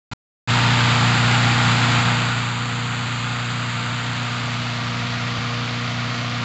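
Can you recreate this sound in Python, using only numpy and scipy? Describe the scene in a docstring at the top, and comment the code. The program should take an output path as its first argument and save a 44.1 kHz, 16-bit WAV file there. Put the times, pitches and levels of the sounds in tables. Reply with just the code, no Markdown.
"""A one-cylinder four-stroke petrol engine drives a fan that blows air into a hot-air balloon.
Periodic firing makes the exhaust drone at a governed speed; the casing sings and valve gear clatters.
Four blades hum at their passing rate and chop a roaring, turbulent stream of air over an open field.
The sound blips on, cuts in for good and later sinks; its colour shifts as the microphone turns past."""
import sys
import numpy as np
from scipy import signal
from scipy.fft import rfft, irfft
from scipy.io import wavfile

SR = 44100
rng = np.random.default_rng(int(sys.argv[2]) if len(sys.argv) > 2 else 0)


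def transcribe(u):
    """Save the signal u as a 16-bit wav file named by the first command-line argument.

    u: samples, shape (n,) or (channels, n), limited to [-1, 1]; the rate is SR.
    q: integer samples, one column per channel.
    """
    v = np.clip(np.atleast_2d(u).T, -1, 1)
    q = np.round(v * 32767).astype(np.int16)
    wavfile.write(sys.argv[1], SR, q)


N = 284004
TIME = np.arange(N) / SR
FREQ_HZ = np.fft.rfftfreq(N, 1 / SR)


def amp(db):
    """Amplitude grows tenfold for every 20 dB."""
    return 10 ** (np.asarray(db) / 20)


def unit(x):
    """Normalisation to an rms of 1."""
    return x / np.sqrt(np.mean(x ** 2) + 1e-20)


def colour(x, outline):
    """Spectral shaping by an outline of (frequency [Hz], level [dB]), with steep skirts beyond its ends."""
    hz, db = np.transpose(outline)
    skirts = np.minimum(FREQ_HZ / hz[0], 1) ** 2 * np.minimum(hz[-1] / (FREQ_HZ + 1), 1) ** 10
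    gain = amp(np.interp(np.log(FREQ_HZ + 1), np.log(hz), db))
    return irfft(rfft(x) * skirts * gain, N)


def wander(rate_hz):
    """Low-pass noise: random motion of rms 1, up to about the given rate."""
    return unit(irfft(rfft(rng.standard_normal(N)) * np.exp(-(FREQ_HZ / rate_hz) ** 2), N))


def harmonics(cycle, table, flutter, drift_hz):
    """A harmonic series whose partials swell and fade independently."""
    total = 0
    for order, db in table:
        swell = 1 + flutter * wander(drift_hz)
        total += amp(db) * swell * np.cos(2 * np.pi * (round(order) * cycle + rng.random()))
    return unit(total)


# Brief sags in engine speed: (time of lowest speed [s], firing rate lost [Hz])
SPEED_SAGS = [(0.99, 0.31), (1.681, 0.21), (2.34, 0.2), (4.751, 0.23), (5.898, 0.13)]

def firing_rate(governed_hz=29.85, hunt_hz=0.025, fall_s=0.09, recover_s=0.23):
    """Feedback regulation: the governor hunts about its set speed and catches each sag."""
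    lost_hz = sum(depth * np.exp(-np.maximum((at - TIME) / fall_s, (TIME - at) / recover_s))
                  for at, depth in SPEED_SAGS)
    return governed_hz + hunt_hz * wander(rate_hz=2.5) - lost_hz


# Path of the microphone round the fan: (time [s], direction [0 beside, 1 oblique, 2 behind])
MICROPHONE_PATH = [(0.5, 0), (1.95, 0.43), (2.5, 0.95), (3.95, 1.2), (4.75, 1.86), (5.6, 2)]

def direction():
    """Direction of radiation towards the microphone, by linear interpolation."""
    return np.interp(TIME, *np.transpose(MICROPHONE_PATH))


# Exhaust spectrum: (order [multiple of the firing rate], relative level [dB])
EXHAUST_ORDERS = [(2, -24.5), (3, -22), (4, 0), (5, -11.5), (6, -11.5), (7, -23.5), (9, -21), (10, -34.5),
                  (11, -39), (12, -36.5), (13, -42.5), (14, -36)]

def exhaust(cycle, uneven=0.094, stray=0.2, stumble_cycles=0.009, spread_cycles=1.5):
    """Acoustic filtering: the muffler rounds slightly irregular firings into a few low orders."""
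    fired = cycle + stumble_cycles * wander(22)
    drone = 0
    for order, db in EXHAUST_ORDERS:
        sway = 1 if db > -6 else 1 + stray * wander(7.5)  # resonance steadies the strongest order
        lag = spread_cycles * np.log(order)  # higher orders leave later, smearing each bang
        drone += amp(db) * sway * np.cos(2 * np.pi * round(order) * (fired - lag))
    return unit(drone) * (1 + uneven * wander(35))


# Blade overtones: (order [multiple of the blade-passing rate], relative level [dB])
BLADE_OVERTONES = [(2, -8), (3, -10.5), (4, -9.5), (5, -3.5), (6, -8.5), (7, -21.5), (8, -11.5), (9, -8),
                   (10, -16.5), (13, -28), (14, -23)]
# Backward beaming of the fan's tones: (gain beside [dB], gain oblique [dB], gain behind [dB])
BLADE_DIRECTIVITY = [-1.75, -1.5, 2.0]

def blades(passes, jitter_passes=0.004, buzz_db=-2):
    """Periodic blade loading radiates a hum and overtones, modulated by the uneven inflow."""
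    shaken = passes + jitter_passes * wander(18)
    hum = np.sqrt(2) * np.sin(2 * np.pi * shaken)
    buzz = amp(buzz_db) * harmonics(shaken, BLADE_OVERTONES, flutter=0.25, drift_hz=4.8)
    return (hum + buzz) * amp(np.interp(direction(), [0, 1, 2], BLADE_DIRECTIVITY))


# Tones of the casing panels: (order [multiple of the firing rate], relative level [dB])
PANEL_ORDERS = [(20, -1), (23, -4.5), (27, 4), (28, -6), (30, 0.5), (35, -6), (36, 2), (37, -0.5),
                (41, -4.5), (42, -11.5), (44, -6.5), (46, -2.5), (47, 1), (51, -7)]

def casing_whine(cycle):
    """Forced vibration: the panels sing at high harmonics of the firing rate."""
    return harmonics(cycle, PANEL_ORDERS, flutter=0.37, drift_hz=2.8)


def air_rush(passes, chop=0.08, gusty=0.02, grainy=0.12):
    """Turbulence off the blade tips radiates broadband noise, pulsing with each blade."""
    pulsing = 1 + chop * np.cos(2 * np.pi * passes)
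    noise = rng.standard_normal(N)
    eddies = np.exp(gusty * wander(40) + grainy * wander(860))
    return unit(noise * pulsing * eddies)


# Knocks of valves and piston: (phase [engine cycles], relative level [dB])
ENGINE_KNOCKS = [(0.07, 3), (0.32, 0), (0.56, 1), (0.81, -2.5)]

def clatter(cycle, ring_s=0.0048, scatter_db=0.1, repeat_share=0.51):
    """Impact excitation: each knock starts a damped ring of the casing, part repeated, part random."""
    t = np.arange(SR // 30) / SR
    decay = np.exp(-t / ring_s)
    total = np.zeros(N)
    for phase, db in ENGINE_KNOCKS:
        strikes = np.diff(np.floor(cycle - phase), prepend=np.floor(-phase))
        blows = strikes * amp(db + scatter_db * rng.standard_normal(N))
        path_a = signal.oaconvolve(blows, decay * rng.standard_normal(len(t)))[:N]
        path_b = signal.oaconvolve(blows, decay * rng.standard_normal(len(t)))[:N]
        blend = 2 * wander(0.67)  # the paths change as the microphone moves
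        ring = np.cos(blend) * path_a + np.sin(blend) * path_b
        rattle = signal.oaconvolve(blows, decay)[:N] * rng.standard_normal(N)
        total += np.sqrt(repeat_share) * ring + np.sqrt(1 - repeat_share) * rattle
    return unit(total)


# Colour of roar and whine from three directions: (frequency [Hz], relative gain [dB])
COLOUR_BESIDE = [(300, -0.5), (480, -10.5), (680, -1), (900, 4), (1100, 0.5), (1400, 4.5), (1700, 1),
                 (2500, 0), (3800, -2.5), (4800, -6.5), (5500, -15.5), (6200, -16), (7400, -11),
                 (8000, -25)]
COLOUR_OBLIQUE = [(300, -3.5), (480, -9.5), (680, -3.5), (900, 0), (1100, -0.5), (1230, 4.5), (1420, 5),
                  (1700, -0.5), (2500, -0.5), (3800, -4), (4700, -7.5), (5400, -23.5), (6100, -18),
                  (7300, -8), (8000, -22.5)]
COLOUR_BEHIND = [(300, -0.5), (420, -9), (680, 3), (900, -4.5), (1100, 2.5), (1250, 5), (1600, 1),
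                 (2300, 1.5), (3800, -1.5), (4700, -4), (5400, -11.5), (6200, -12.5), (7400, -16),
                 (8000, -30)]

def radiate(x):
    """Directivity varies with frequency, so three colours crossfade as the microphone turns."""
    return sum(np.maximum(1 - abs(direction() - side), 0) * unit(colour(x, outline))
               for side, outline in enumerate([COLOUR_BESIDE, COLOUR_OBLIQUE, COLOUR_BEHIND]))


# Low rumble: (frequency [Hz], relative spectral density [dB])
RUMBLE_SPECTRUM = [(12, -18.5), (45, -20.5), (70, -9.5), (85, -5.5), (105, -12), (137, 7), (165, -5.5),
                   (220, -1), (280, -4), (340, -27.5), (500, -19.5)]

def rumble():
    """Filtered noise lays a continuous spectrum between the low engine orders."""
    return unit(colour(rng.standard_normal(N), RUMBLE_SPECTRUM))


def level(start_db=-19.5, sink_db=7, sink_from_s=1.975, sink_to_s=2.56, ebb_db_per_s=0.3029):
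    """Amplitude envelope of the whole machine: a slow ebb throughout and one marked drop."""
    sunk = np.clip((TIME - sink_from_s) / (sink_to_s - sink_from_s), 0, 1)
    return amp(start_db - sink_db * sunk - ebb_db_per_s * TIME)


def scene(skip_at_s=5.385, skip_length_s=0.005, skip_cycles=0.06):
    """Superposition in a free field: engine and fan share one shaft, and open grass returns no echo."""
    skip = skip_cycles * np.clip((TIME - skip_at_s) / skip_length_s, 0, 1)  # all tones and knocks jump once in step
    cycle = np.cumsum(firing_rate()) / SR - skip
    passes = 8 * cycle  # four blades, two shaft turns a firing
    tones = amp(0.5) * exhaust(cycle) + amp(-8.5) * blades(passes)
    whine = amp(-14.5) * radiate(casing_whine(cycle))
    air_and_knocks = amp(-7) * air_rush(passes) + amp(-12.5) * clatter(cycle)
    roar = amp(-0.18) * radiate(air_and_knocks)
    machine = tones + whine + roar + amp(-17) * rumble()
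    return (machine * level())[None]


# Spans in which the sound is on: (start [s], end [s], initial gain [dB], rise time [s])
AUDIBLE_SPANS = [(0.1144, 0.1346, -16, 0.042), (0.475, 6.5, -9, 0.024)]

def record(dry, cutoff_hz=8300):
    """Gating and band limiting: the sound switches on abruptly, swells, and loses its top treble."""
    gate = sum((TIME >= start) * (TIME < end) * amp(db * np.clip(1 - (TIME - start) / rise, 0, 1))
               for start, end, db, rise in AUDIBLE_SPANS)
    lowpass = signal.firwin(255, cutoff_hz, window=("kaiser", 9), fs=SR)
    return signal.oaconvolve(dry * gate, lowpass[None], "same")


dry = scene()
out = record(dry)
transcribe(out)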